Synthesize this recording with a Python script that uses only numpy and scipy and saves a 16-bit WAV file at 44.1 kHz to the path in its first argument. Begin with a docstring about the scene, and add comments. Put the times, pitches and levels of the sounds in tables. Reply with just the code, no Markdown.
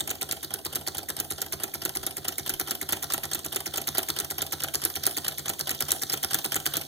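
"""Hot-air engine on a table

A homemade hot-air engine of glass jar, wire rods and wooden beam runs at about 4.65 turns a second.
Slack linkage clatters at one end of each stroke and knocks at the other, with light taps and ticks between:
each contact is a burst of shaped noise, while frame, jar, board and table are resonators struck by clicks.
Hiss, low room noise, a swelling drone and diffuse echoes surround it; a close microphone pair picks it up."""
import sys
import numpy as np
from scipy import signal
from scipy.fft import rfft, irfft, next_fast_len
from scipy.io import wavfile

SR = 44100
rng = np.random.default_rng(int(sys.argv[2]) if len(sys.argv) > 2 else 0)


def waveform_to_disk(signal):
    """Save audio, clipped to [-1, 1], as 16-bit WAV at the path in sys.argv[1]."""
    frames = np.transpose(np.atleast_2d(signal))
    scaled = np.clip(frames, -1, 1) * 32767
    samples = np.round(scaled).astype(np.int16)
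    wavfile.write(sys.argv[1], SR, samples)


N = 302958

# All levels in the tables are relative.
# Background, dropping at the start and then rising slowly. Each row: time in seconds, hiss level in dB,
# low room noise level in dB.
BED = [(0.0, -43, -37), (0.19, -49, -45.5), (6.87, -41, -45)]
# Spectrum of the hiss. Each row: frequency in Hz, density in dB.
HISS_TONE = [(1500, 3), (2400, -10), (3300, 18), (5000, 15.5), (7000, 10), (9000, 17), (11000, 1),
             (13000, 15.5), (15000, 9)]
# Spectrum of the low room noise. Each row: frequency in Hz, density in dB.
ROOM_TONE = [(22, -1), (48, -20), (80, 6.5), (140, -3.5), (229, 0.5), (330, 5), (520, -3.5), (738, -1.5),
             (1020, -26), (2000, -13), (3500, -57)]
# Soft bumps of the hand that holds the microphones. Each row: centre in seconds, level in dB, half length in s.
HAND_BUMPS = [(0.75, -65, .06), (1.35, -56, .04), (2.01, -51.5, .07), (2.55, -54.5, .04), (3.22, -59, .08)]
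# Low drone that swells as the engine runs on. Each row: time in seconds, level in dB.
DRONE = [(0.0, -61.5), (3.48, -55.5), (6.87, -49.5)]
# Modes of the table top. Each row: frequency in Hz, bandwidth in Hz, level in dB.
TABLE_MODES = [(84.8, 10.3, -49), (105, 19, -50), (141.2, 3.9, -54.5), (192.6, 27, -47.5)]
# Shoves of the moving masses in every turn. Each row: delay from the turn's start in seconds, level in dB.
SHOVES = [(.009, -10), (0.021, 1), (0.09, -1.5), (0.136, -0.5)]
# Flywheel motion, with slight changes of pace. Each row: time in seconds, turns made.
FLYWHEEL = [(0, 0), (.54, 2.51), (.651, 3), (1.09, 5), (1.741, 8), (2.815, 13), (4.088, 19), (4.96, 23),
            (5.383, 25), (6.873, 32)]
# Delay of the return stroke. Each row: time in seconds, lag in seconds.
RETURN_LAG = [(0, -0.005), (.8, 0.0018), (2, -0.0026), (3.8, -0.0013), (4.2, 0.00085), (4.7, .003),
              (5.1, -0.0018), (6.87, -0.0011)]
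# How hard the rod taps and the displacer sways. Each row: time in seconds, upper part in dB, lower part in dB.
EFFORT = [(0, -5, -2), (1.1, -5, -4), (2.1, -3, 1), (2.9, -1.5, 1.5), (3.5, -3, -2), (4.0, -2.5, 5),
          (4.5, -3.5, -5), (5.5, -3, -0.5), (6.1, -1, 3.5), (6.87, -2, 0.5)]
# Spectrum of the rod rubbing through its bush. Each row: frequency in Hz, density in dB.
RUB_TONE = [(250, -10), (520, 3), (720, -6), (1020, -3), (1400, 7), (2400, -2.5), (3300, 8.5), (6000, -3.5),
            (15000, -36)]
# Spectrum of the stray bearing ticks. Each row: frequency in Hz, density in dB.
GRIT_TONE = [(2400, -14), (3300, 8), (6000, 5), (14000, -26)]
# Displacer swaying against the jar. Each row: place in turns, jar level in dB, board level in dB.
SWAYS = [(.033, -47, -40), (.352, -44.5, -67), (.412, -47, -51), (.54, -74, -37.5), (.592, -57, -42.5),
         (.652, -44, -55.5), (.732, -42.5, -60)]
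# Heavier blows on the whole jar. Each row: start in seconds, jar level in dB, board level in dB.
JOLTS = [(3.182, -35.5, -50), (3.819, -41, -47), (3.9837, -30, -36)]
# Modes of the jar's hollow. Each row: frequency in Hz, bandwidth in Hz, level in dB.
JAR_MODES = [(616, 80, -4), (662, 38, 0), (741, 69, 1), (810, 63, 2.5)]
# Modes of the base board. Each row: frequency in Hz, bandwidth in Hz, level in dB.
BOARD_MODES = [(281, 31, -5), (385.6, 48, 3.5)]
# Modes of the wooden frame. Each row: frequency in Hz, bandwidth in Hz, level in dB.
FRAME_MODES = [(293, 65, -3), (342, 59, 1.5), (415, 98.5, 2.5), (700, 110, 1), (764, 87, 2.5),
               (1360, 103, 5), (1560, 480, 3.5), (1912, 120, 1)]
# Pin snapping across its hole, mostly just before the knock. Each row: start in seconds, click level in dB.
TICKS = [(0.094, -29), (0.104, -23.5), (0.3127, -20), (0.751, -28), (0.971, -30), (1.1898, -31),
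         (1.334, -36), (1.4056, -35), (1.6236, -36), (1.837, -34), (2.478, -26.5), (2.697, -32.0),
         (2.9075, -28), (3.1226, -19.5), (3.3343, -17), (3.5472, -28), (3.7596, -21), (3.9733, -23),
         (4.1886, -19), (4.621, -27.5), (4.8392, -23), (5.055, -25), (5.2685, -33), (5.483, -23),
         (5.6942, -19), (5.907, -18), (6.1206, -25), (6.127, -22), (6.3336, -20), (6.545, -20.5),
         (6.7572, -28)]
# Spectrum of the pin. Each row: frequency in Hz, density in dB.
TICK_TONE = [(500, -22), (1000, -22), (1500, -10), (2400, 2), (3200, -8.5), (4300, 1.5), (5500, -2),
             (6700, -3.5), (7700, 7.5), (8600, -1), (10000, -11), (11300, -2.5), (12800, -10), (15000, -7)]
# Wire rod in its guide, before and after the knock. Each row: place in turns, click in dB, frame thud in dB.
TAPS = [(.358, -23, -39.5), (.383, -29, -48.5), (.415, -38, -48), (.729, -25.5, -56)]
# Spectrum of the wire rod. 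Each row: frequency in Hz, density in dB.
TAP_TONE = [(300, -6), (1000, -4), (1600, -2.5), (2400, -0.5), (3150, 9), (4000, -7), (5000, 5),
            (7000, -6.5), (8600, 2), (9600, 0), (11200, -2.5), (13000, 5), (15000, -11)]
# Linkage hitting home half a turn after the clatter. Each row: start in seconds, click in dB, frame thud in dB.
KNOCKS = [(0.1074, -26, -34), (0.3236, -21.5, -37.5), (0.54, -18, -41), (0.7575, -15, -35.5),
          (0.9831, -20, -41), (1.2015, -17, -36.5), (1.4183, -15.5, -37), (1.6359, -17, -35),
          (1.8525, -17.5, -32), (2.0664, -18.5, -36), (2.2833, -16, -34.5), (2.4953, -16.5, -31.5),
          (2.71, -13.5, -32), (2.9247, -12, -27.5), (3.1373, -15, -30), (3.3485, -21, -34.5),
          (3.5611, -19.5, -31.5), (3.774, -21, -31.5), (3.9828, -9.5, -29.5), (4.2011, -15.5, -35),
          (4.4197, -17.5, -33.5), (4.637, -16.5, -32.5), (4.852, -13.5, -36.5), (5.067, -9.5, -31),
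          (5.2824, -14, -36.5), (5.4943, -19, -31.5), (5.7075, -21, -31.5), (5.919, -7.5, -34),
          (6.1338, -17.5, -29.5), (6.3452, -7, -32), (6.5579, -20, -28), (6.7699, -16, -35.5)]
# Spectrum of the knock. Each row: frequency in Hz, density in dB.
KNOCK_TONE = [(500, -10.5), (1000, -38), (1500, -5), (2400, -19), (3200, -9), (4300, -4.5), (5500, -2),
              (6700, -8), (7700, 1.5), (8600, -7.5), (10000, 3.5), (11300, -1.5), (12800, -0.5),
              (15000, -5)]
# Spectrum of the bounce after the knock. Each row: frequency in Hz, density in dB.
BOUNCE_TONE = [(500, -13.5), (1000, -30), (1500, -18), (2400, 1.5), (3200, -1), (4300, -10), (5500, -12),
               (6700, -2.5), (7700, -3), (8600, -8), (10000, -22), (11300, -11), (12800, -4.5),
               (15000, -5.5)]
# Crank slack taken up in three steps as each turn begins. Each row: start in seconds, first click in dB,
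# second click in dB, delay of the last click in seconds, last click in dB, frame thud in dB.
CLATTER = [(0.0012, -31, -19, 0.0093, -27, -43), (0.2151, -25.5, -25, 0.014, -21, -37.5),
           (0.4322, -29.5, -36, 0.014, -29, -41), (0.652, -28, -27, 0.013, -26.5, -38),
           (0.8704, -29, -22, 0.013, -21, -34), (1.0896, -28.5, -28.5, 0.0133, -23.5, -39),
           (1.3069, -26.5, -25.5, 0.015, -26.5, -37), (1.5261, -24.5, -25.5, 0.012, -28.5, -38),
           (1.7414, -26, -30, 0.013, -33, -41), (1.9544, -28, -28, 0.017, -20.5, -37),
           (2.17, -26.5, -38, 0.012, -31.5, -43.5), (2.384, -22.5, -31, 0.013, -31, -49),
           (2.5994, -21, -28, 0.0136, -22, -36), (2.816, -24.5, -35, 0.013, -31, -37.5),
           (3.028, -25, -26.5, 0.015, -26, -35.5), (3.2373, -26, -28, 0.017, -28.0, -35.5),
           (3.4491, -29.5, -34, 0.014, -24, -37.5), (3.6614, -26.0, -25, 0.014, -32, -38.5),
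           (3.8749, -23, -23, 0.014, -19, -37), (4.0889, -23.5, -27, 0.014, -16.5, -34),
           (4.3051, -29.5, -23.5, 0.013, -29, -36), (4.525, -23.5, -25, 0.0119, -28, -34),
           (4.7415, -24.5, -18.5, 0.014, -15.5, -36), (4.957, -27, -23.5, 0.0134, -29.5, -35.5),
           (5.1705, -23.5, -24, 0.013, -22.5, -35.5), (5.3835, -28, -32, 0.012, -29, -43.5),
           (5.5947, -26, -26.5, 0.016, -20, -40.5), (5.8081, -19, -27, 0.016, -18, -35),
           (6.021, -26, -23, 0.014, -19, -36), (6.2322, -22.5, -22, 0.0147, -15.5, -33),
           (6.446, -24, -22, 0.015, -22, -38.5), (6.659, -23, -10.5, 0.014, -23, -33.5)]
# Spectrum of the nudge before the first click. Each row: frequency in Hz, density in dB.
NUDGE_TONE = [(700, -18), (1300, -9), (2200, 2), (3200, 3), (9000, -30)]
# Spectrum of the first click. Each row: frequency in Hz, density in dB.
CLATTER_TONE = [(500, -10.5), (1000, -15), (1500, -10), (2400, 2.5), (3200, -9), (4300, -9.5), (5500, -8.5),
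                (6700, -3), (7700, 0), (8600, -6.5), (10000, -0.5), (11300, -1.5), (12800, 0.5),
                (15000, -7)]
# Spectrum of the later clacks as the crank seats. Each row: frequency in Hz, density in dB.
SEAT_TONE = [(500, -21), (1000, -9), (1500, -5.5), (2400, -7.5), (3200, -1.5), (4300, -1.5), (5500, 1.5),
             (6700, -6.5), (7700, 2.5), (8600, -5), (10000, -2), (11300, -5.5), (12800, -6), (15000, -5)]
# How unlike the noise is at the two microphones, as a gain on side over mid. Each row: frequency in Hz, gain in dB.
UNLIKE = [(100, -1), (330, 1), (1000, -7), (2100, 10.5), (3200, 10.5), (5800, 5), (7500, -2), (15000, 11)]
# Gain on the difference between the microphones. Each row: frequency in Hz, gain in dB.
WIDTH = [(300, 2), (1200, -1), (2600, -2.5), (9000, -2.3), (13000, 0)]
# Right microphone over left. Each row: frequency in Hz, gain in dB.
RIGHT_GAIN = [(80, -2), (150, 4.5), (330, 4.5), (700, 1.5), (1300, -0.6), (2600, 1), (4000, 1.5),
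              (8000, 2.5), (11500, 1), (15000, 0)]
# Colour of both microphones. Each row: frequency in Hz, gain in dB.
MIC_TONE = [(6800, 0), (7400, 1), (8500, 0), (9200, -2.5), (10100, 4), (12700, -1), (14900, 3.5)]

TIME = np.arange(N) / SR
PADDED = next_fast_len(N + SR // 2)
BINS = np.arange(PADDED // 2 + 1) * SR / PADDED  # Hz
# The return lag applies to places beyond this one, in turns.
RETURN_FROM = .63
# Lead of the nudge before the first click, delay of the second click, delay of the bounce after the knock (s).
NUDGE_S, SECOND_STEP_S, BOUNCE_S = 0.00326, .0057, .006
# Tiny touches within one contact (per s); its edge comes a little before its loudest moment (s).
TOUCHES_PER_S, LEAD_S = 1700, .0005
# Metal modes below this frequency (Hz) ring longer by this factor.
SLOW_MODES_HZ, LINGER = 4300, 2.66
# Harder blows are brighter: the swing in level grows as (Hz / RAP_HZ) ** RAP_POWER.
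RAP_HZ, RAP_POWER = 1400, 0.36
# Near sound is in phase below SPLIT_HZ; above, its mono sum cancels at every multiple of COMB_HZ.
COMB_HZ, SPLIT_HZ = 2565, 1650
CUTOFF_HZ = 15500
HEADROOM = .75  # height at which loud cracks are rounded off


def from_db(db):
    """Logarithmic scale: decibels become an amplitude gain."""
    return 10 ** (np.asarray(db) / 20)


def rms_one(x):
    """Normalization: scale to unit power."""
    return x / np.sqrt(np.mean(x ** 2) + 1e-20)


def in_time(rows):
    """Linear interpolation: each column of a time curve at every sample."""
    s, *columns = np.transpose(rows)
    return [np.interp(TIME, s, c) for c in columns]


def gain_curve(points):
    """Frequency response: (Hz, dB) points become a gain at every bin, over log frequency."""
    hz, db = np.transpose(points)
    return from_db(np.interp(np.log(BINS + 1), np.log(hz), db))


def filtered(x, response):
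    """Convolution theorem: multiply the spectrum by a frequency response."""
    return irfft(rfft(x, PADDED) * response, PADDED)[..., :N]


def pair(apart, size):
    """Partial coherence: white noise at two microphones, with a typical side-to-mid ratio of apart."""
    mid, side = rfft(rng.standard_normal((2, size)))
    hz = np.arange(len(mid)) * SR / size
    ratio = apart * from_db(np.interp(hz, *np.transpose(UNLIKE)))
    left_right = mid + ratio * side * np.array([[1], [-1]])
    return irfft(left_right / np.sqrt(1 + ratio ** 2), size)


def noise(tone, apart):
    """Spectral shaping: stereo noise of a given colour, falling away below its first point."""
    low_cut = 1 / np.sqrt(1 + (tone[0][0] / (BINS + 1)) ** 6)
    return rms_one(filtered(pair(apart, N), gain_curve(tone) * low_cut))


def clicks(times, sizes):
    """Impulse excitation: a train of single-sample clicks."""
    out, at = np.zeros(N), np.round(times * SR).astype(int)
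    inside = (at >= 0) & (at < N)
    np.add.at(out, at[inside], sizes[inside])
    return out


def ring(x, hz, width):
    """Damped resonance: a unit click sets a decaying sine of height 1 ringing."""
    r = np.exp(-np.pi * abs(width) / SR)
    w = 2 * np.pi * hz / SR
    return signal.lfilter([0, np.sin(w)], [1, -2 * r * np.cos(w), r * r], x + 1e-18)


def body(modes, times, thud_db, scatter_db, spread_s):
    """Modal excitation: each blow rings every mode, delayed at random and uneven between microphones."""
    chance = rng.standard_normal((len(times), len(modes), 3))
    late = spread_s * rng.random((len(times), len(modes)))
    usual_db, out = np.mean(thud_db), np.zeros((2, N))
    for k, (hz, width, db) in enumerate(modes):
        strength, sign, lean = chance[:, k].T
        blow_db = usual_db + (thud_db - usual_db) * (hz / RAP_HZ) ** RAP_POWER
        sizes = from_db(blow_db + db + scatter_db * strength) * np.sign(sign)
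        strikes = [clicks(times + late[:, k], sizes * (1 + side * lean)) for side in (-.15, .15)]
        out += ring(np.array(strikes), hz, width)
    return out


def thuds(s, thud_db):
    """Structure-borne sound: blows excite the modes of the wooden frame."""
    return body(FRAME_MODES, s, thud_db - 3.5, scatter_db=1.0, spread_s=0.00299)


def contacts(s, levels_db, tone, rise_s, fall_s, sharpen, apart, colour_db, ragged_db):
    """Impact noise: a ragged run of touches sets small metal modes sizzling for a few ms.

    A positive sharpen makes harder contacts shorter."""
    size, early = 2048, 512
    t, hz = (np.arange(size) - early) / SR, np.arange(size // 2 + 1) * SR / size
    colour = np.interp(hz, BINS, gain_curve(tone)) * hz / np.hypot(hz, 300)
    is_low = 1 / (1 + (hz / SLOW_MODES_HZ) ** 4)
    # exponents of the rise and fall, zero at the edge
    strike = np.minimum(t / rise_s, -t / fall_s)
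    slow_strike = np.minimum(t / rise_s, -t / (fall_s * LINGER))
    # the parts graze each other before they meet squarely
    graze = 0.057 * np.exp(-(t / 0.0059) ** 2)
    out = np.zeros((2, N + 2 * size))
    for when, db in zip(s, levels_db):
        # no two blows land alike: each favours other modes
        favour = rng.standard_normal(size=32)
        favour_curve = np.interp(np.sqrt(hz / hz[-1]), np.linspace(0, 1, len(favour)), favour)
        ripple = from_db(colour_db * favour_curve)
        sizzle = rms_one(irfft(rfft(pair(apart, size)) * colour * ripple))
        low = irfft(rfft(sizzle) * is_low)
        length = from_db(-sharpen * (db - np.mean(levels_db)))
        quick = (sizzle - low) * np.exp(strike / length)
        slow = 1.082 * low * np.exp(slow_strike / length) / np.sqrt(LINGER)
        touches = np.interp((t - t[0]) * TOUCHES_PER_S, np.arange(size), rng.uniform(-0.88, 1, size))
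        ragged = rms_one(from_db(ragged_db * touches))
        at = int(np.clip((when - LEAD_S) * SR, 0, N))
        out[:, at:at + size] += from_db(db) * (quick + slow + graze * sizzle) * ragged
    return out[:, early:early + N]


def crank_times(places):
    """Rotational kinematics: when the crank passes the given places, one row for each turn."""
    s, turns = np.transpose(FLYWHEEL)
    return np.interp(np.arange(turns[-1])[:, None] + places, turns, s)


def turn_starts():
    """Periodicity: when each turn of the flywheel begins."""
    return crank_times(np.zeros(1)).ravel()


def each_turn(pattern, wander_s, scatter_db, follows):
    """Imperfect periodicity: a round of contacts varies with effort and chance; gives (s, upper dB, lower dB)."""
    places, upper_db, lower_db = np.transpose(pattern)
    s = crank_times(places)
    s = s + np.interp(s, *np.transpose(RETURN_LAG)) * (places > RETURN_FROM)
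    late, upper_luck, lower_luck = rng.standard_normal((3, *s.shape))
    effort_s, upper_effort, lower_effort = np.transpose(EFFORT)
    upper_db = upper_db + follows * np.interp(s, effort_s, upper_effort) + scatter_db * upper_luck
    lower_db = lower_db + np.interp(s, effort_s, lower_effort) + scatter_db * lower_luck
    return [c.ravel() for c in (s + wander_s * late, upper_db, lower_db)]


def hiss(swing_db, loudest):
    """Amplitude modulation: hiss swells and sinks a little with each turn (loudest, in turns)."""
    hiss_db, _ = in_time(BED)
    turns, = in_time(FLYWHEEL)
    swing = swing_db * np.cos(2 * np.pi * (turns - loudest))
    return from_db(hiss_db - 5.5 + swing) * noise(HISS_TONE, apart=0.64)


def room_noise():
    """Coloured noise: the low noise of the room, at a level that drops quickly at first, then drifts."""
    _, room_db = in_time(BED)
    return from_db(room_db - 7.0) * noise(ROOM_TONE, apart=0.68)


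def hand_bumps():
    """Handling noise: smooth swells of very low noise from the hand that holds the microphones."""
    grip = sum(from_db(db) * np.exp(-((TIME - s) / length) ** 2) for s, db, length in HAND_BUMPS)
    return grip * noise([(20, -10), (36, -14), (80, -28), (300, -45)], apart=0.6)


def room(x, low_t60, high_t60, split_hz, build_s):
    """Reverberation: diffuse reflections build up, then bass and treble decay at separate rates."""
    t = TIME[:SR // 2]
    low_pass = signal.butter(2, split_hz, fs=SR, output="sos")
    high_pass = signal.butter(2, split_hz, "high", fs=SR, output="sos")
    low = signal.sosfilt(low_pass, pair(0.027, len(t))) * from_db(-60 * t / low_t60)
    high = signal.sosfilt(high_pass, pair(0.11, len(t))) * from_db(-60 * t / high_t60)
    tail = (from_db(6.5) * low + high) * (1 - np.exp(-t / build_s))
    return filtered(x, rfft(tail / np.sqrt(np.sum(tail ** 2) / 2), PADDED))


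def table(scatter_db, jitter_s):
    """Forced vibration: shoves in every turn rock the table top and keep a low mode droning."""
    delay, shove_db = np.transpose(SHOVES)
    starts = turn_starts()
    chance = rng.standard_normal((len(starts), 2, len(SHOVES)))
    times = starts[:, None] + delay + jitter_s * chance[:, 0]
    sizes = from_db(shove_db + scatter_db * chance[:, 1])
    push = clicks(times.ravel(), sizes.ravel())
    rocking = sum(from_db(db) * ring(push, hz, width) for hz, width, db in TABLE_MODES)
    drone = rms_one(ring(push, hz=144.5, width=8))
    return rocking + from_db(in_time(DRONE)[0] - 3.5) * drone


def rubbing(fastest, depth_db, catches_per_s, rough_db):
    """Sliding friction: the rod rubs loudest at one point of the turn (fastest, in turns), catching unevenly."""
    turns, = in_time(FLYWHEEL)
    swing_db = depth_db * np.cos(2 * np.pi * (turns - fastest))
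    catches = np.clip(rng.standard_normal(N), -2, 2)
    catch_db = rough_db * np.interp(TIME * catches_per_s, np.arange(N), catches)
    # the rubbing follows the hiss level
    return from_db(in_time(BED)[0] - 16.5 + swing_db + catch_db) * noise(RUB_TONE, apart=0.083)


def grit(level_db, spread_db, count=240):
    """Dry friction: faint stray ticks and scrapes from the bearings at random times, no two of one colour."""
    s, size = rng.random((count, 2)).T
    s = s * N / SR
    # they follow the hiss level
    db = level_db + spread_db * np.minimum(-np.log(size), 3) + np.interp(s, *np.transpose(BED)[:2])
    return contacts(s, db, GRIT_TONE, rise_s=0.00047, fall_s=0.0013, sharpen=.1,
                    apart=0.2, colour_db=3.0, ragged_db=1)


def sways():
    """Coupled resonators: the displacer bumps hollowly inside the jar and rocks the base board."""
    s, jar_db, board_db = each_turn(SWAYS, wander_s=0.00083, scatter_db=3.0, follows=0.34)
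    jar = body(JAR_MODES, s, jar_db, scatter_db=3.0, spread_s=0.00612)
    return jar + body(BOARD_MODES, s, board_db, scatter_db=1.0, spread_s=0.0029)


def jolts():
    """Impulse response: a square blow starts all modes of jar and board at once, a hollow clunk."""
    s, jar_db, board_db = np.transpose(JOLTS)
    return sum(ring(clicks(s, from_db(blow_db + db - 2.5)), hz, width)
               for modes, blow_db in ((JAR_MODES, jar_db), (BOARD_MODES, board_db))
               for hz, width, db in modes)


def pin_ticks():
    """Impact across a clearance: the pin snaps from one side of its hole to the other."""
    s, snap_db = np.transpose(TICKS)
    return contacts(s, snap_db + 2.5, TICK_TONE, rise_s=0.00029, fall_s=0.0026, sharpen=0.16,
                    apart=0.56, colour_db=4, ragged_db=3)


def rod_taps():
    """Repeated light impact: the wire rod taps and rattles in its guide. 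Gives (metal, wood)."""
    s, click_db, thud_db = each_turn(TAPS, wander_s=.001, scatter_db=2.0, follows=2.25)
    rod = contacts(s, click_db + 4.5, TAP_TONE, rise_s=0.0012, fall_s=0.0035, sharpen=0.05,
                   apart=0.34, colour_db=3.5, ragged_db=8.0)
    return rod, thuds(s, thud_db)


def knock():
    """Impact and rebound: the linkage cracks home and falls back with a duller bounce. Gives (metal, wood)."""
    s, click_db, thud_db = np.transpose(KNOCKS)
    again = s + BOUNCE_S + .0006 * rng.standard_normal(len(s))
    crack = contacts(s, click_db + 1.5, KNOCK_TONE, rise_s=0.00038, fall_s=0.002, sharpen=0.54,
                     apart=0.35, colour_db=-0.5, ragged_db=2.0)
    bounce = contacts(again, thud_db + 12, BOUNCE_TONE, rise_s=0.0017, fall_s=0.0031, sharpen=0.092,
                      apart=0.9, colour_db=0.0, ragged_db=2)
    return crack + bounce, thuds(np.r_[s, again], np.r_[thud_db - 4, thud_db + .3])


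def clatter():
    """Backlash: slack gives a dull nudge, a bright click and two fuller clacks. Gives (metal, wood)."""
    s, first_db, second_db, delay, last_db, thud_db = np.transpose(CLATTER)
    seats = np.r_[s + SECOND_STEP_S, s + delay]
    nudge = contacts(s - NUDGE_S, thud_db + 7.0, NUDGE_TONE, rise_s=0.00025, fall_s=0.00068, sharpen=0,
                     apart=0.21, colour_db=-2.5, ragged_db=-3)
    first = contacts(s, first_db + 4.5, CLATTER_TONE, rise_s=0.0012, fall_s=0.002, sharpen=0.29,
                     apart=0.15, colour_db=2.5, ragged_db=-1)
    seated = contacts(seats, np.r_[second_db, last_db] + 3.0, SEAT_TONE, rise_s=0.00079, fall_s=0.0026,
                      sharpen=0.6, apart=0.52, colour_db=4.0, ragged_db=0.5)
    return nudge + first + seated, thuds(seats, np.r_[thud_db + .6, thud_db - 1.2])


def scene():
    """Superposition: the engine on its table and its echoes add to the background."""
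    metal, wood = np.sum([clatter(), knock(), rod_taps()], axis=0)
    metal = metal + pin_ticks() + grit(level_db=5, spread_db=2.0)
    wood = wood + sways() + jolts()
    echo = room(from_db(-11.5) * metal + from_db(-11.0) * wood,
                low_t60=0.32, high_t60=0.46, split_hz=1680, build_s=0.0015)
    engine = metal + wood + echo + table(scatter_db=2.0, jitter_s=0.00093)
    engine = engine + rubbing(fastest=0.49, depth_db=14.5, catches_per_s=250, rough_db=8.0)
    # high-pass: remove the resonators' unwanted output at the lowest frequencies
    high_pass = signal.butter(6, 68, "high", fs=SR, output="sos")
    background = hiss(swing_db=1.0, loudest=0.21) + room_noise() + hand_bumps()
    return signal.sosfilt(high_pass, engine) + background


def record(dry):
    """Two-microphone interference: opposite lags comb the treble; peaks are rounded and the top is cut."""
    # mid and side become sound from the two sides of the pair
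    near, far = rfft([dry[0] + dry[1], dry[0] - dry[1]], PADDED) / 2
    # half the phase lead of the right microphone, in radians
    onset = np.interp(BINS, [SPLIT_HZ, COMB_HZ], [0, 1])
    half_lead = np.pi / 2 * np.where(BINS < COMB_HZ, onset, 2 * BINS / COMB_HZ - 1)
    side = np.array([[-1], [1]])
    near_heard = near * np.exp(1j * side * half_lead)
    far_heard = far * np.exp(-1j * side * np.maximum(half_lead, np.pi / 2))
    heard = near_heard + far_heard
    middle = heard.mean(axis=0)
    heard = middle + (heard - middle) * gain_curve(WIDTH)
    balance = gain_curve(RIGHT_GAIN) ** (side / 2)
    picked_up = irfft(heard * balance * gain_curve(MIC_TONE), PADDED)[:, :N]
    rounded = HEADROOM * np.tanh(picked_up / HEADROOM)
    low_pass = 1 / np.sqrt(1 + (BINS / CUTOFF_HZ) ** 110)
    return filtered(rounded, low_pass)


dry = scene()
out = record(dry)
waveform_to_disk(out)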